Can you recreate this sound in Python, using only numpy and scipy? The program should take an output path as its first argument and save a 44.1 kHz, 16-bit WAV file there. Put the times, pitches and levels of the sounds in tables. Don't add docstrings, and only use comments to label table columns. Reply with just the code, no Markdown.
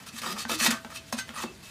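import sys
import numpy as np
from scipy import signal
from scipy.io import wavfile

SR = 44100
rng = np.random.default_rng(int(sys.argv[2]) if len(sys.argv) > 2 else 0)


def undo_db(level):
    steps = np.asarray(level, float) / 20
    return 10 ** steps


def to_wav(sig):
    pcm = np.clip(np.atleast_2d(sig), -1, 1) * 32767
    pcm = np.round(pcm).astype(np.int16)
    wavfile.write(sys.argv[1], SR, pcm.T)


N = 74970
BOOM_HZ = 236

# [f/Hz, level/dB per Hz]
GRIT_COLOUR = [(880, -20.5), (1500, -3), (2370, -5), (2560, 1), (2970, -5.5), (3380, -2.5), (8240, -7.5),
               (16000, -17)]


def rms(x):
    return np.sqrt(np.mean(x ** 2))


def rms_one(x):
    return x / np.sqrt(np.mean(x ** 2) + 1e-20)


def drift(rate):
    r = np.exp(-40 * np.pi * rate / SR)
    start_up = 3000
    noise = rng.standard_normal(N // 20 + start_up + 2)
    slow = signal.lfilter([1], [1, -2 * r, r * r], noise)[start_up:]
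    return np.interp(np.arange(N) / 20, np.arange(len(slow)), rms_one(slow))


def bandpass(x, low_hz, high_hz):
    return signal.sosfilt(signal.butter(2, [low_hz, high_hz], "band", fs=SR, output="sos"), x)


def resonate(x, hz, width):
    r = np.exp(-np.pi * width / SR)
    top = np.array([1, 0, -1]) * (1 - r * r) / 2
    return signal.lfilter(top, [1, -2 * r * np.cos(2 * np.pi * hz / SR), r * r], x + 1e-18)


def ring(x, hz, t60):
    r = undo_db(-60 / (t60 * SR))
    w = 2 * np.pi * hz / SR
    return signal.lfilter([0, np.sin(w)], [1, -2 * r * np.cos(w), r * r], x + 1e-18)


def banded(x, spectrum, patch_db, rate):
    hz, db = np.transpose(spectrum)
    edges = hz[0] * 2 ** np.arange(0, np.log2(hz[-1] / hz[0]) + .5, .5)
    out = 0
    for k, (low, high) in enumerate(zip(edges, np.minimum(edges[1:], .45 * SR))):
        colour = np.interp(np.log(low * high) / 2, np.log(hz), db)
        out = out + bandpass(x[k % 2], low, high) * undo_db(colour + patch_db * drift(rate))
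    return rms_one(out)


def body(x, peaks, patch_db):
    out = 0
    for k, (hz, width, db) in enumerate(peaks):
        gain = (-1) ** k * undo_db(db + patch_db * drift(22))
        out = out + gain * resonate(x, hz, width) / np.sqrt(width)
    return rms_one(out)


def grains():
    grains_per_s, spread_db = 9000, 3
    sizes = undo_db(spread_db * np.minimum(rng.exponential(1, (2, N)), 5)) * rng.choice([-1, 1], (2, N))
    hit = sizes * (rng.random((2, N)) < grains_per_s / SR)
    return hit * undo_db(1.6 * drift(160))


def pressure(rows):
    rise_db, release_db_per_s = 16, 774
    t, power = np.arange(N) / SR, 0
    for start, rise, hold, db in rows:
        top = start + max(rise, .001)
        rising = rise_db * (t - top) / (top - start)
        releasing = np.minimum(0, release_db_per_s * (top + hold - t))
        shape = np.where(t < top, rising, releasing)
        power = power + undo_db(2 * np.maximum(shape + db, -150)) * (t >= start)
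    return np.sqrt(power)


def strokes():
    # [start t/s, rise t/s, hold t/s]
    timing = [(.0, .002, .035), (.06, .003, .027), (.125, .058, .01), (.216, .002, .012),
              (.232, .004, .016), (.25, .012, .066), (.345, .03, .005), (.379, .004, .016),
              (.4, .004, .025), (.48, .016, .054), (.578, .024, .02), (.618, .008, .016), (.64, .004, .017),
              (.66, .002, .008), (.7045, .002, .007), (.716, .004, .02), (.74, .004, .025),
              (.898, .004, .018), (.925, .033, .013), (1.05, .03, .02), (1.124, .002, .003),
              (1.165, .022, .008), (1.26, .02, .025), (1.333, .004, .015), (1.353, .003, .015),
              (1.373, .003, .022), (1.403, .006, .03), (1.62, .01, .07), (1.626, .001, .001)]
    # [grit level/dB, tray level/dB relative to grit]
    force = [(-56.5, 2), (-46, -13.5), (-40, -11), (-39.5, -2.5), (-40.5, -2), (-39.5, -5.5), (-46.5, 6),
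             (-34.5, -15), (-40.5, -29), (-34.5, -12), (-29.5, -15), (-27, -12), (-27.5, -8), (-25, -16.5),
             (-26.5, -5), (-48, 9), (-51.5, -17), (-51, 0.5), (-41.5, -17), (-54, -24), (-34.5, -22),
             (-36, -12), (-54, 2.5), (-56, 7.5), (-44.5, -3), (-42.5, -4), (-40.5, -5), (-52, -26),
             (-65, -18)]
    grit = pressure([(*when, db) for when, (db, _) in zip(timing, force)])
    tray = pressure([(*when, db + more) for when, (db, more) in zip(timing, force)])
    return grit, tray


def grit_hiss(sand, grit):
    return grit * banded(sand, GRIT_COLOUR, patch_db=1.3, rate=30)


def sheet_rasp(sand, grit):
    sheet = [1720, 1885, 2490, 2640, 2860, 3060, 3290, 3500, 3750, 3870, 4020, 4300, 4410, 4700, 4900, 5090,
             5360, 5680, 5810, 5995, 6270, 6450, 6650, 6780, 7060, 7340, 7580, 7710, 7990, 8170, 8490, 8720,
             9050, 9340, 9500, 9725, 10100, 10450, 10600, 11100, 11450, 11900, 12190, 12600]
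    hz, db = np.transpose(GRIT_COLOUR)
    peaks = [(f, 11 + 0.0089 * f, np.interp(np.log(f), np.log(hz), db)) for f in sheet]
    return undo_db(-3.5) * rms(grit) * body(sand[0] * grit, peaks, patch_db=3.5)


def tray_scrape(sand, tray):
    # [f/Hz, width/Hz, level/dB]
    slab = [(960, 90, -14), (1100, 80, -12), (1250, 70, 0), (1540, 60, -15), (1720, 50, -15),
            (1880, 70, -13)]
    modes = rms(tray) * body(sand[1] * tray, slab, patch_db=-6.5)
    broad = tray * rms_one(bandpass(sand[0], 437, 2200))
    drone = undo_db(-13) * rms(tray) * rms_one(resonate(sand[1] * tray, BOOM_HZ, 12))
    return modes + undo_db(-1) * broad + drone


def burner():
    # [f/Hz, level/dB per Hz]
    flame = [(40, -9), (100, -3), (200, -5.5), (450, -18), (1500, -18.5), (4000, -19.5), (9000, -27.5),
             (16000, -37)]
    return undo_db(-50.5) * banded(rng.standard_normal((2, N)), flame, patch_db=1.4, rate=7.6)


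def chamber(x):
    t = np.arange(SR // 2) / SR
    dull = signal.butter(1, 5700, fs=SR)
    tail = signal.lfilter(*dull, rng.standard_normal(len(t))) * undo_db(-60 * t / 0.22)
    return undo_db(-10) * signal.fftconvolve(x, tail / np.sqrt(np.sum(tail ** 2)))[:N]


def burst(white, start, length, hz, width, db):
    t = np.arange(N) / SR
    rub = np.sin(np.pi * np.clip((t - start) / length, 0, 1)) ** .5
    tone = resonate(white * rub, hz, width)
    return undo_db(db) * np.sqrt(length * SR / np.sum(tone ** 2)) * tone


def tray_slips(white):
    # [start t/s, length t/s, level/dB]
    slips = [(0.061, 0.021, -50.5), (0.256, 0.0099, -35), (0.299, 0.0063, -46), (0.495, 0.015, -33),
             (0.515, 0.0093, -35), (0.528, 0.0104, -43), (1.332, 0.0062, -55), (1.36, .01, -37.5),
             (1.37, 0.026, -39), (1.4, 0.0072, -35.5), (1.425, 0.0069, -36.5)]
    return sum(burst(white, start, length, 1250, 110, db) for start, length, db in slips)


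def knocks():
    # [t/s, tap level/dB, blade ring level/dB, boom level/dB, contact cut-off f/Hz]
    hits = [(0.063, -48, -75, -74, 1960), (0.136, -61, -67, -41, 1520), (0.217, -32.5, -64, -44, 3940),
            (0.265, -24, -62, -43, 1350), (0.452, -24, -43.5, -37.5, 1940),
            (0.4953, -20.5, -59, -36.5, 1480), (0.61, -22, -56, -32.5, 2960), (.6615, -11, -61, -59, 6100),
            (.665, -9.5, -36, -72, 3500), (0.679, -45, -63, -24.5, 1990), (.722, -30, -37, -30, 1800),
            (0.8479, -26, -50, -41.5, 2800), (1.1255, -25, -52, -70, 15000), (1.127, -19, -60, -50, 1400),
            (1.131, -34, -70, -31.5, 1200), (1.168, -55, -70, -40, 1500), (1.1875, -36, -32, -50, 9000),
            (1.292, -24, -62, -43.5, 3180), (1.4384, -22.5, -68, -35.5, 2000)]
    # [f/Hz, level/dB, 60 dB fall t/s]
    blade_modes = [(1545, 3, .16), (1770, -18, .1), (2024, -11, .3), (2972, -14, .25), (3060, -15, .25),
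                   (3494, -11, .1), (3881, -15, .15), (4511, -6, .11), (4877, -12, .12), (5356, -12, .12),
                   (6121, -8, .17), (6433, -5, .13), (7494, -15, .1), (8382, -3, .09)]
    # [f/Hz, level/dB], only the pitch is used
    rack = [(656.8, -63)]
    tap_s, bounce_s, bounce_db = 0.0022, .018, -16.5
    thud_db, thud_hz, thud_s = -21.5, 1060, 0.0047
    boom_t60_s, swell_s = 0.075, 0.055
    taps, booms, rings = np.zeros(N), np.zeros(N), np.zeros((len(blade_modes), N))
    blade_hz = np.transpose(blade_modes)[0]
    t = np.arange(2000) / SR
    bounce = undo_db(bounce_db) * np.exp(-(t - bounce_s) / tap_s) * (t > bounce_s)
    fall = np.exp(-t / tap_s) + bounce
    for s, tap_db, ring_db, boom_db, cut_hz in hits:
        i = int(s * SR)
        noise = rng.standard_normal(len(t))
        noise[0] = undo_db(14)
        tap = bandpass(noise * fall, 600, cut_hz)
        thud = bandpass(noise * t * np.exp(-t / thud_s), 450, thud_hz)
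        taps[i:i + len(t)] += undo_db(tap_db) * tap / np.abs(tap).max()
        taps[i:i + len(t)] += undo_db(tap_db + thud_db) * thud / np.abs(thud).max()
        booms[i] += undo_db(boom_db)
        dull_db = 6 * np.log2(np.maximum(blade_hz / cut_hz, 1))
        rings[:, i] += undo_db(ring_db + rng.normal(0, 1, len(blade_modes)) - dull_db)
    blade = sum(undo_db(db) * ring(r, hz, t60) for r, (hz, db, t60) in zip(rings, blade_modes))
    boom = ring(ring(booms, BOOM_HZ, boom_t60_s), BOOM_HZ, swell_s)
    boom = boom * 4 * np.log(1000) / (swell_s * SR)
    strongest = booms * (booms == booms.max())
    return taps + blade + boom + undo_db(-28) * ring(strongest, rack[0][0], 3.5)


def narrow_sings(white):
    # [start t/s, length t/s, f/Hz, level/dB]
    songs = [(.215, .03, 2490, -46), (.245, .03, 7900, -48), (.29, .04, 4960, -45), (.25, .03, 4750, -44),
             (.255, .03, 3760, -45), (.26, .06, 1230, -41), (.32, .03, 207, -42), (.515, .055, 312, -39),
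             (.585, .06, 4300, -39), (.6, .06, 2500, -38), (.61, .04, 1720, -41), (.62, .025, 8000, -37),
             (.62, .03, 9330, -38), (.585, .03, 7340, -43), (.51, .03, 3850, -43), (.6, .05, 6000, -39),
             (.66, .012, 2660, -31), (.66, .012, 3875, -30), (.66, .012, 1692, -33), (.66, .012, 1885, -32),
             (.704, .01, 5090, -37), (.35, .08, 4930, -49), (.752, .022, 1545, -42),
             (1.124, .006, 5400, -37), (1.125, .008, 6400, -38), (1.125, .008, 9400, -40),
             (.945, .05, 3060, -55), (.95, .03, 5680, -53), (.94, .04, 9400, -55), (1.335, .05, 9320, -52),
             (1.412, .025, 9320, -48), (1.372, .03, 6200, -48), (1.405, .035, 7000, -49),
             (1.375, .02, 1890, -44), (1.4, .04, 3460, -51), (1.43, .06, 2640, -53), (1.48, .06, 377, -53),
             (.6, .05, 12200, -48)]
    return sum(burst(white, start, length, hz, 15 + 0.006 * hz, db - 0.5)
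               for start, length, hz, db in songs)


def stone_drags(sand):
    # [start t/s, rise t/s, hold t/s, level/dB]
    drags = [
        (0.245, 0.012, 0.076, -40),
        (0.362, 0.0052, 0.034, -46.5),
        (0.501, 0.0015, 0.022, -34.5),
        (0.641, 0.015, 0.01, -35),
        (0.725, 0.004, 0.013, -50),
        (0.836, 0.0078, 0.029, -52),
        (1.433, 0.0022, 0.0079, -36),
    ]
    # [f/Hz, width/Hz, level/dB]
    stone = [(180, 12, -6.5), (342, 32, 4.5), (397.6, 27, 0.5), (445, 114, 0.5), (565, 46, -2),
             (650, 147, 5), (720, 176, 3.5), (820, 130, -7), (964, 28, -7)]
    drag = pressure(drags)
    return rms(drag) * body(sand[0] * drag, stone, patch_db=2.5)


def scene():
    sand, white = grains(), rng.standard_normal(N)
    grit, tray = strokes()
    scrape = grit_hiss(sand, grit) + sheet_rasp(sand, grit) + tray_scrape(sand, tray) + stone_drags(sand)
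    peel = scrape + tray_slips(white) + knocks() + narrow_sings(white)
    return np.tile(peel + chamber(peel) + burner(), (2, 1))


def roll_off(x):
    return signal.sosfilt(signal.butter(12, 16390, fs=SR, output="sos"), x)


def record(dry):
    ceiling = .9
    x = ceiling * np.tanh(dry / ceiling)
    x = signal.sosfilt(signal.butter(4, 41.4, "high", fs=SR, output="sos"), x)
    x = signal.sosfilt(signal.cheby2(14, 70, 16250, fs=SR, output="sos"), x)
    return roll_off(x)


dry = scene()
out = record(dry)
to_wav(out)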